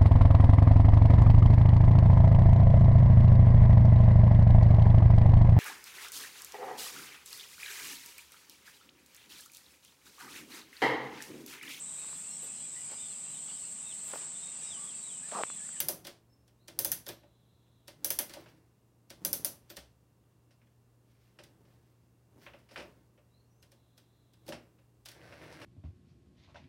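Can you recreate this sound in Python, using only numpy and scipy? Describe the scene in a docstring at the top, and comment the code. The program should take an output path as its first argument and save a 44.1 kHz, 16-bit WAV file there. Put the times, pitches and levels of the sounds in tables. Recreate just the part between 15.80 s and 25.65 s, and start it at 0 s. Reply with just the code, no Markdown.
"""A clockwork toy train is wound by hand on a layout board in a quiet living room. First the key is turned four
times: a small catch, the pawl, snaps over the ratchet teeth, and the key rattles between turns. Then fingers
nudge the train, so its couplings tick and its wheels clank on the track. Near the end it is set free and starts
to roll. A bird sings faintly outside, once early and once late, and a household appliance hums underneath all
the way through."""
import sys
import numpy as np
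from scipy import signal
from scipy.fft import rfft, irfft
from scipy.io import wavfile
from scipy.ndimage import uniform_filter1d

SR = 44100
rng = np.random.default_rng(int(sys.argv[2]) if len(sys.argv) > 2 else 0)


def dump_mix(stems):
    """Bounce the given channels to the path in sys.argv[1] as a 16-bit WAV at rate SR."""
    frames = np.atleast_2d(stems).T  # one column per channel
    limited = np.clip(frames, -1, 1)  # hard clip at full scale
    pcm = np.round(limited * 32767).astype(np.int16)
    wavfile.write(sys.argv[1], SR, pcm)


N = 434385
TIME = np.arange(N) / SR
RING_TIME = TIME[:12288]  # seconds since a hit
RING_HZ = np.arange(len(RING_TIME) // 2 + 1) * SR / len(RING_TIME)
FREE_S = 9.257  # the moment the train is set free

# The tone of wheels dropping on the rails. Each row: frequency in Hz, level in dB.
CLANK_TONE = [(250, -22), (700, -2.5), (1100, -0.5), (1500, 2), (2100, 0.5), (2750, 3), (3150, -2.5),
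              (3800, -8.5), (4700, -22), (10000, -36)]


def ratchet():
    """The pawl drops off each tooth with an equally loud snap, but shakes the engine more or less."""
    # The drops. Each row: start in seconds, shell level in dB, thud level in dB.
    drops = [(0.0024, -16, -24.5), (0.0851, -20, -13.5), (0.9895, -20.5, -20), (1.047, -19.5, -17.5),
             (1.1173, -19.5, -34.5), (2.2453, -19.5, -21), (2.3039, -17.5, -20.5), (2.3885, -14, -16.5),
             (3.4488, -20, -17.5), (3.5298, -23, -22), (3.6467, -21.5, -18.5)]
    # The tone of the steel ratchet. Each row: frequency in Hz, level in dB.
    steel_tone = [(900, -32.5), (3000, -16), (4300, -10.5), (4900, -7.5), (5500, -8), (6050, -2),
                  (6500, -9.5), (8000, -10), (9000, -4), (12000, 2.5), (14000, -3.5), (16000, -3)]
    # How wheel and pawl ring. Each row: pitch in Hz, level in dB, fade time in seconds.
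    wheel_notes = [(6160, 1, 0.2), (6345, -4, .17), (10000, -4, .17), (10722, -3.5, .17), (11709, -4, .16),
                   (12400, -2.5, 0.13)]
    pawl_notes = [(4800, -2, .035), (5340, 0, .035)]
    out = np.zeros(N)
    for start, shell_db, thud_db in drops:
        snap = metal_hit(steel_tone, contact_s=0.00057, fade_s=0.035, ring_db=-2)
        wheel = ringing(wheel_notes, rise_s=0.0005, scatter_db=3.5, detune=0.002)
        # the pawl's pitch shifts with the point of contact
        pawl = ringing(pawl_notes, rise_s=0.00059, scatter_db=5.5, detune=0.04)
        shell = tin_shell(contact_s=0.00068, fade_s=0.07)
        steel = snap + gain(-16.5) * wheel + gain(-15.5) * pawl
        add(out, start, steel + gain(shell_db) * shell + thud(thud_db, board_share_db=-4))
    return out


def key_ticks(spring_back_db=-4.5):
    """List the key's ticks: it is gripped, then let go, springs back and seats with a louder tick."""
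    # The times in seconds at which fingers grip the key.
    grip_times = [0.8809, 2.0794, 3.3022]
    # Letting go. Each row: start in seconds, seconds until it seats, tick level in dB, thud level in dB.
    releases = [(0.2487, 0.02, -18.5, -24), (1.2648, 0.023, -16.5, -20.5), (2.4948, .042, -22, -27.5),
                (3.9003, 0.067, -19.5, -24.5)]
    grips = [(start, -23.5, -29) for start in grip_times]  # start, tick dB, thud dB
    springs = [(start, db + spring_back_db, thud_db + spring_back_db) for start, _, db, thud_db in releases]
    seats = [(start + wait, db, thud_db) for start, wait, db, thud_db in releases]
    return grips + springs + seats


def coupling_ticks():
    """List the couplings' ticks: they click as the train is shifted and rattle when it is set free."""
    # The single clicks. Each row: start in seconds, tick level in dB, thud level in dB.
    clicks = [(0.6783, -43, -53), (5.6364, -32.5, -39), (7.8264, -36.5, -45), (7.9175, -38.5, -39.5),
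              (8.1775, -35.5, -46), (8.535, -43.5, -52), (8.665, -36.5, -50), (8.6793, -27.5, -17),
              (8.6889, -23.5, -25)]
    slack = [(start, -23.5 - loss, -41 - loss)
             for start, loss in bounces(FREE_S, gap_s=0.029, loss_db=2, count=4)]
    return slack + list(clicks)


def loose_parts(ticks, lead_s=0.005, graze_db=-12, shell_db=-5.5):
    """Play each tick: a loose part grazes first, then seats and chatters."""
    # The tone of small loose parts. Each row: frequency in Hz, level in dB.
    tone = [(1000, -26.5), (3000, -3), (4000, 1), (5800, 1), (6800, -6), (9500, -3.5), (13000, -8),
            (16000, -8.5)]
    out = np.zeros(N)
    for start, db, thud_db in ticks:
        snap = metal_hit(tone, contact_s=0.00064, fade_s=0.037, ring_db=6.5)
        graze = gain(graze_db) * metal_hit(tone, contact_s=0.00063, fade_s=0.07, ring_db=8)
        shell = gain(shell_db) * tin_shell(contact_s=0.003, fade_s=0.11)
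        add(out, start - lead_s, gain(db) * graze)
        add(out, start, gain(db) * (snap + shell) + thud(thud_db, board_share_db=-0.5))
    return out


def spring_pings():
    """The spring gives a thin ping made of ten close pitches."""
    # Each row: start in seconds, pitch in Hz, level in dB, fade time in seconds, pitch spread as a share.
    pings = [(1.281, 13250, -18, 0.022, 0.066), (3.902, 13860, -28, .12, .004)]
    out = np.zeros(N)
    for start, hz, db, fade_s, spread in pings:
        ping = ringing([(hz, 0, fade_s)] * 10, rise_s=0.00072, scatter_db=9, detune=spread)
        add(out, start, gain(db) * in_room(ping))
    return out


def wheel_knocks():
    """Wheels drop against the rails: a hollow clank, a little jingle and a thud."""
    # Each row: start in seconds, then the levels of clank, jingle and thud in dB.
    knocks = [(1.4325, -43, -54, -35), (2.5606, -50, -48, -20.5), (2.6595, -33, -45, -37),
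              (4.707, -45.5, -45.5, -48.5), (4.815, -45.5, -60, -53), (5.5877, -29, -34.5, -31),
              (5.8516, -48, -52, -51), (6.6645, -22.5, -58, -29), (6.7351, -30.5, -47, -28.5),
              (6.8885, -37.5, -41, -46), (6.9089, -34.5, -36, -30.5), (6.9582, -15.5, -31.5, -25),
              (7.3761, -43.5, -56.5, -38.5), (8.7219, -18.5, -24, -18), (8.9858, -46, -55, -46.5),
              (9.5238, -28, -44, -33.5), (9.7247, -41, -33, -43), (9.8151, -23, -31, -28.5)]
    # The tone of the jingling couplings. Each row: frequency in Hz, level in dB.
    jingle_tone = [(1500, -19), (4000, 0), (5400, 3.5), (6600, -9), (9500, -8), (16000, -27)]
    # the carriage bounces as it settles on the rails
    settling = [(start, -21 - loss, -28 - loss, -19 - loss)
                for start, loss in bounces(6.9749, gap_s=0.022, loss_db=2.5, count=3)]
    out = np.zeros(N)
    for start, clank_db, jingle_db, thud_db in list(knocks) + settling:
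        clank = gain(clank_db) * metal_hit(CLANK_TONE, contact_s=0.0012, fade_s=0.12, ring_db=4.5)
        jingle = gain(jingle_db) * metal_hit(jingle_tone, contact_s=0.00074, fade_s=0.14, ring_db=16)
        add(out, start, clank + jingle + thud(thud_db, board_share_db=-3.5))
    return out


def tin_shell(contact_s, fade_s, notes_db=-2):
    """The engine's tin shell gives a short clatter in which a few notes stand out."""
    # The tone of the shell. Each row: frequency in Hz, level in dB.
    tone = [(300, -14), (700, 1.5), (1200, -2), (1600, 3), (2200, 0), (3300, 0.5), (4500, -12.5),
            (9000, -38)]
    # How the tin sheet rings. Each row: pitch in Hz, level in dB, fade time in seconds.
    notes = [(1525, -2.5, 0.16), (1834, -1.5, 0.11), (2087, -4, 0.26), (2430, -3.5, 0.095),
             (2850, -1, 0.093), (3190, -1.5, 0.18), (3436, 1, 0.19), (4500, -5.5, 0.15), (4960, -1.5, 0.13)]
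    clatter = metal_hit(tone, contact_s, fade_s, ring_db=6)
    return clatter + gain(notes_db) * ringing(notes, rise_s=0.001, scatter_db=2.5, detune=0.0045)


def thud(track_db, board_share_db):
    """A blow passes through the wheels into the track and, a little later, the board."""
    # How track and board ring. Each row: pitch in Hz, level in dB, fade time in seconds.
    track_notes = [(465.7, -6.5, 0.039), (542, -1, 0.073), (589.2, -5, 0.15), (617, -10.5, .06),
                   (695, -8.5, .06), (812, -7, .05), (927, -9, 0.061)]
    board_notes = [(65, -14, 0.8), (118.3, -9, 0.21), (178, -5.5, 0.11), (236, -6.5, .3), (304, -2.5, 0.16),
                   (341, 2, 0.26), (385, -1.5, .16)]
    board_db = track_db + board_share_db
    track = gain(track_db) * ringing(track_notes, rise_s=0.0073, scatter_db=2.5, detune=0.02)
    board = gain(board_db) * ringing(board_notes, rise_s=0.0085, scatter_db=6, detune=0.0086)
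    direct = track + board
    # The tone of the thud's echo. Each row: frequency in Hz, level in dB.
    echo_tone = [(50, board_db - 19), (120, board_db - 3.5), (350, board_db - 0.5), (450, track_db - 6),
                 (580, track_db + 0.5), (750, track_db - 8), (1400, track_db - 19), (4000, track_db - 61)]
    echo = room_echo(tone_gain(echo_tone, RING_HZ), rise_s=0.0089)
    return direct + np.linalg.norm(direct) * echo


def rolling(speed_up_s=0.26, rumble_db=-54, clatter_db=-65.5, lumpy_db=1.9):
    """Wheels rumble over uneven track while rods and gears clatter, louder as the train speeds up."""
    # The tone of the rumble. Each row: frequency in Hz, level in dB.
    tone = [(30, -31), (65, -2), (130, 0.5), (320, -0.5), (420, -3.5), (570, 0), (1050, -12), (1600, -7),
            (2400, -11.5), (3200, -20), (5600, -19.5), (6800, -29.5), (10000, -28), (16000, -37)]
    speed = 1 - np.exp(-np.maximum(TIME - FREE_S, 0) / speed_up_s)
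    rumble = tiny_hits(tone, per_s=1200, spread_db=0) * gain(rumble_db + lumpy_db * drift(45))
    clatter = tiny_hits(CLANK_TONE, per_s=59, spread_db=3) * gain(clatter_db)
    return (rumble + clatter) * speed


def handling(turn_s=0.12, turn_scuff_db=-76):
    """The held engine slips in tiny steps: the board rumbles and the shell scratches under the fingers."""
    # Fingers press on the engine as they twist the key. Each row: start in seconds, level in dB.
    turns = [(-0.05, -54.5), (0.99, -57.5), (2.23, -60), (3.45, -54)]
    # The hand shifts the train; fingers slide on tin. Each row: start and length in seconds, level in dB.
    shifts = [(2.6, .12, -68), (5.59, 0.35, -69), (6.56, .04, -63.5), (7.03, .08, -63),
              (8.69, 0.036, -59.5)]
    slides = [(2.51, 0.054, -63), (3.86, 0.092, -77), (5.28, 0.22, -80.5), (5.88, 0.26, -84),
              (6.63, 0.022, -66), (6.93, 0.089, -72)]
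    # The tones of pressing and sliding. Each row: frequency in Hz, level in dB.
    press_tone = [(40, -23), (70, -4), (130, 5), (320, 1), (600, -9.5), (1000, -14.5), (3000, -28.5),
                  (10000, -32)]
    slide_tone = [(400, -6), (1000, -2.5), (2200, -0.5), (3500, -4.5), (5600, -5), (7000, -13),
                  (16000, -12)]
    pushes = [(start, turn_s, db) for start, db in turns] + list(shifts)
    scuffs = [(start, turn_s, turn_scuff_db) for start, _ in turns] + list(slides)
    rumble = tiny_hits(press_tone, per_s=1300, spread_db=4)
    rumble *= swells(pushes, rise_db_per_s=190, fall_db_per_s=75.5)
    scratch = tiny_hits(slide_tone, per_s=2000, spread_db=0.5)
    scratch *= swells(scuffs, rise_db_per_s=350, fall_db_per_s=98.5)
    return rumble + scratch * gain(3 * drift(60))


def stray_taps(count=12, loudest_db=-50, range_db=9.4):
    """Fingers and loose parts tap the tin faintly at random moments."""
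    out = np.zeros(N)
    for when, softness in rng.random((count, 2)):
        tap = tin_shell(contact_s=0.003, fade_s=0.06, notes_db=-6)
        add(out, when * N / SR, gain(loudest_db - range_db * softness) * tap)
    return out


def bird(chirps_per_s=24, trill_hz=3680, sweep_hz=1250):
    """A bird sings rising whistles, then a trill of quick falling chirps, smeared by outdoor echoes."""
    # Each row: start and length in seconds, first and last pitch in Hz, relative level in dB.
    whistles = [(0.489, 0.07, 5240, 5330, -70.5), (0.779, 0.065, 3500, 4360, -76),
                (7.503, 0.1, 3710, 4370, -76), (7.684, 0.14, 5580, 6400, -80)]
    # Each row: start and length in seconds, relative level in dB.
    trills = [(1.306, .8, -77.5), (7.899, 0.83, -79.5)]
    song = np.zeros(N)
    for start, length, first_hz, last_hz, db in whistles:
        progress = np.linspace(0, 1, int(length * SR))
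        hz = first_hz + (last_hz - first_hz) * np.sin(np.pi * progress / 2)
        loudness = np.sqrt(4 * progress * (1 - progress))
        add(song, start, gain(db) * loudness * glide(hz))
    for start, length, db in trills:
        pace, waver = (drift(30)[:int(length * SR)] for _ in range(2))
        progress = np.cumsum(chirps_per_s * (1 + 0.08 * pace)) / SR % 1  # 0 to 1 in each chirp
        hz = trill_hz + sweep_hz * (0.5 - progress) + 110 * waver
        loudness = signal.windows.tukey(len(hz), 0.2) * np.sqrt(np.sin(np.pi * progress))
        add(song, start, gain(db) * loudness * glide(hz))
    echoes = unit_energy(rng.standard_normal(len(RING_TIME)) * fade(0.27))
    return 0.3 * song + 0.72 * signal.fftconvolve(song, echoes)[:N]


def air_and_hum(air_db=-69.5):
    """Still room air hisses softly, and a household appliance hums, wavering by about 1 dB."""
    # The tone of the air and the notes of the hum. 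Each row: frequency in Hz, level in dB.
    air_tone = [(25, -52.5), (40, -19.5), (65, -6.5), (90, -7.5), (130, -12), (200, -12.5), (330, -14.5),
                (500, -20), (800, -25.5), (1600, -33), (3200, -38.5), (8000, -38.5), (16000, -41.5)]
    hum_notes = [(119, -69), (171.5, -83.5), (948, -94.5), (1066, -94.5), (1184, -97), (2724, -98),
                 (2783, -98)]
    air = unit_level(shape_tone(rng.standard_normal(N), air_tone)) * gain(air_db)
    hum = sum(gain(db + drift(3.8)) * np.sqrt(2) * np.sin(2 * np.pi * hz * TIME) for hz, db in hum_notes)
    return air + hum


def room_echo(gains, rise_s=0.002, echo_db=-3):
    """A furnished room's dense echo, with one gain per frequency; the treble dies first."""
    # How long the room rings. Each row: frequency in Hz, fade time in seconds.
    fade_times = [(200, 0.29), (1400, 0.33), (4000, 0.27), (14000, 0.19)]
    spectrum = rfft(rng.standard_normal(len(RING_TIME))) * gains
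    band_hz, band_fades = np.transpose(fade_times)
    tail = sum(irfft(spectrum * np.interp(RING_HZ, band_hz, band)) * fade(fade_s)
               for band, fade_s in zip(np.eye(len(band_hz)), band_fades))
    return gain(echo_db) * unit_energy(tail * (1 - np.exp(-RING_TIME / rise_s)))


def in_room(sound):
    """A sound together with its echo from the room."""
    return sound + signal.fftconvolve(sound, room_echo(1))[:len(sound)]


def metal_hit(tone, contact_s, fade_s, ring_db, size=4096):
    """Metal meets metal: the surfaces chatter, many close notes ring briefly and the room answers."""
    t = RING_TIME[:size]
    chatter, ring = rng.standard_normal((2, size))
    chatter = unit_energy(chatter * t * np.exp(-t / contact_s))
    ring = unit_energy(ring * fade(fade_s)[:size] * (1 - np.exp(-t / contact_s)))
    # the room gathers sound from every direction, so its echo takes only the smooth tone
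    out = room_echo(tone_gain(tone, RING_HZ))
    add(out, 0, unit_energy(shape_tone(chatter + gain(ring_db) * ring, tone, size=1024)))
    return out


def ringing(notes, rise_s, scatter_db, detune):
    """A struck part's notes build up and fade; each blow shares its energy among them differently."""
    ring = 0
    for hz, db, fade_s in notes:
        strength, shift, phase = rng.standard_normal(3)
        wave = np.sin(2 * np.pi * (hz * (1 + detune * shift) * RING_TIME + phase))
        ring += gain(db + scatter_db * strength) * fade(fade_s) * wave
    return unit_energy(ring * (1 - np.exp(-(RING_TIME / rise_s) ** 2)))


def tiny_hits(tone, per_s, spread_db):
    """A stream of tiny contacts of uneven size, with the given tone."""
    hits = rng.random(N) < per_s / SR
    sizes = rng.uniform(-1.1, 1, N) * gain(spread_db * rng.uniform(-1.3, 2, N))
    return unit_level(shape_tone(hits * sizes, tone))


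def bounces(start, gap_s, loss_db, count):
    """List the time and lost dB of repeated contacts that die out ever faster."""
    return [(start + k * gap_s, loss_db * k ** 2) for k in range(count)]


def swells(moves, rise_db_per_s, fall_db_per_s):
    """The loudness of hand movements over time: each swells, holds and dies away."""
    return sum(gain(db - rise_db_per_s * np.maximum(start - TIME, 0)
                    - fall_db_per_s * np.maximum(TIME - start - length, 0))
               for start, length, db in moves)


def shape_tone(sound, tone, size=8192):
    """Filter a sound so that it takes on the given tone."""
    cepstrum = irfft(np.log(tone_gain(tone, np.arange(size // 2 + 1) * SR / size)))
    # folding the second half onto the first keeps the filter from ringing before a hit
    cepstrum[1:size // 2] *= 2
    cepstrum[size // 2 + 1:] = 0
    response = irfft(np.exp(rfft(cepstrum)))
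    return signal.fftconvolve(sound, response)[:len(sound)]


def tone_gain(tone, hz):
    """Read a tone table's gain at any frequency, sliding between its rows."""
    row_hz, row_db = np.transpose(tone)
    return gain(np.interp(np.log(hz + 1), np.log(row_hz), row_db))


def drift(per_s):
    """A smooth random wander, about one unit in size."""
    step = int(SR / per_s)
    stairs = np.repeat(rng.standard_normal(N // step + 1), step)
    return unit_level(uniform_filter1d(uniform_filter1d(stairs, step), step)[:N])


def glide(hz):
    """A pure note that follows a changing pitch."""
    return np.sin(2 * np.pi * np.cumsum(hz) / SR)


def fade(fade_s):
    """Die away by 60 dB over the fade time."""
    return np.exp(-np.log(1000) * RING_TIME / fade_s)


def gain(db):
    """Turn decibels into a multiplier."""
    return 10 ** (np.asarray(db) / 20)


def unit_level(sound):
    """Scale to an average power of one."""
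    return sound / np.sqrt(np.mean(sound ** 2))


def unit_energy(sound):
    """Scale to a total energy of one."""
    return sound / np.sqrt(np.sum(sound ** 2))


def add(out, start_s, sound):
    """Mix a sound in at the given time."""
    first = max(int(start_s * SR), 0)
    out[first:first + len(sound)] += sound[:len(out) - first]


def scene():
    """All the sounds meet in one room, on one channel."""
    clicks = ratchet() + loose_parts(key_ticks() + coupling_ticks()) + spring_pings()
    knocks = wheel_knocks() + stray_taps()
    lasting = in_room(rolling() + handling() + bird())
    return (clicks + knocks + lasting + air_and_hum())[None]


def record(dry, top_hz=15900):
    """Cut away the highest treble."""
    return signal.sosfilt(signal.ellip(10, 0.2, 70, top_hz, fs=SR, output="sos"), dry)


dry = scene()
out = record(dry)
dump_mix(out)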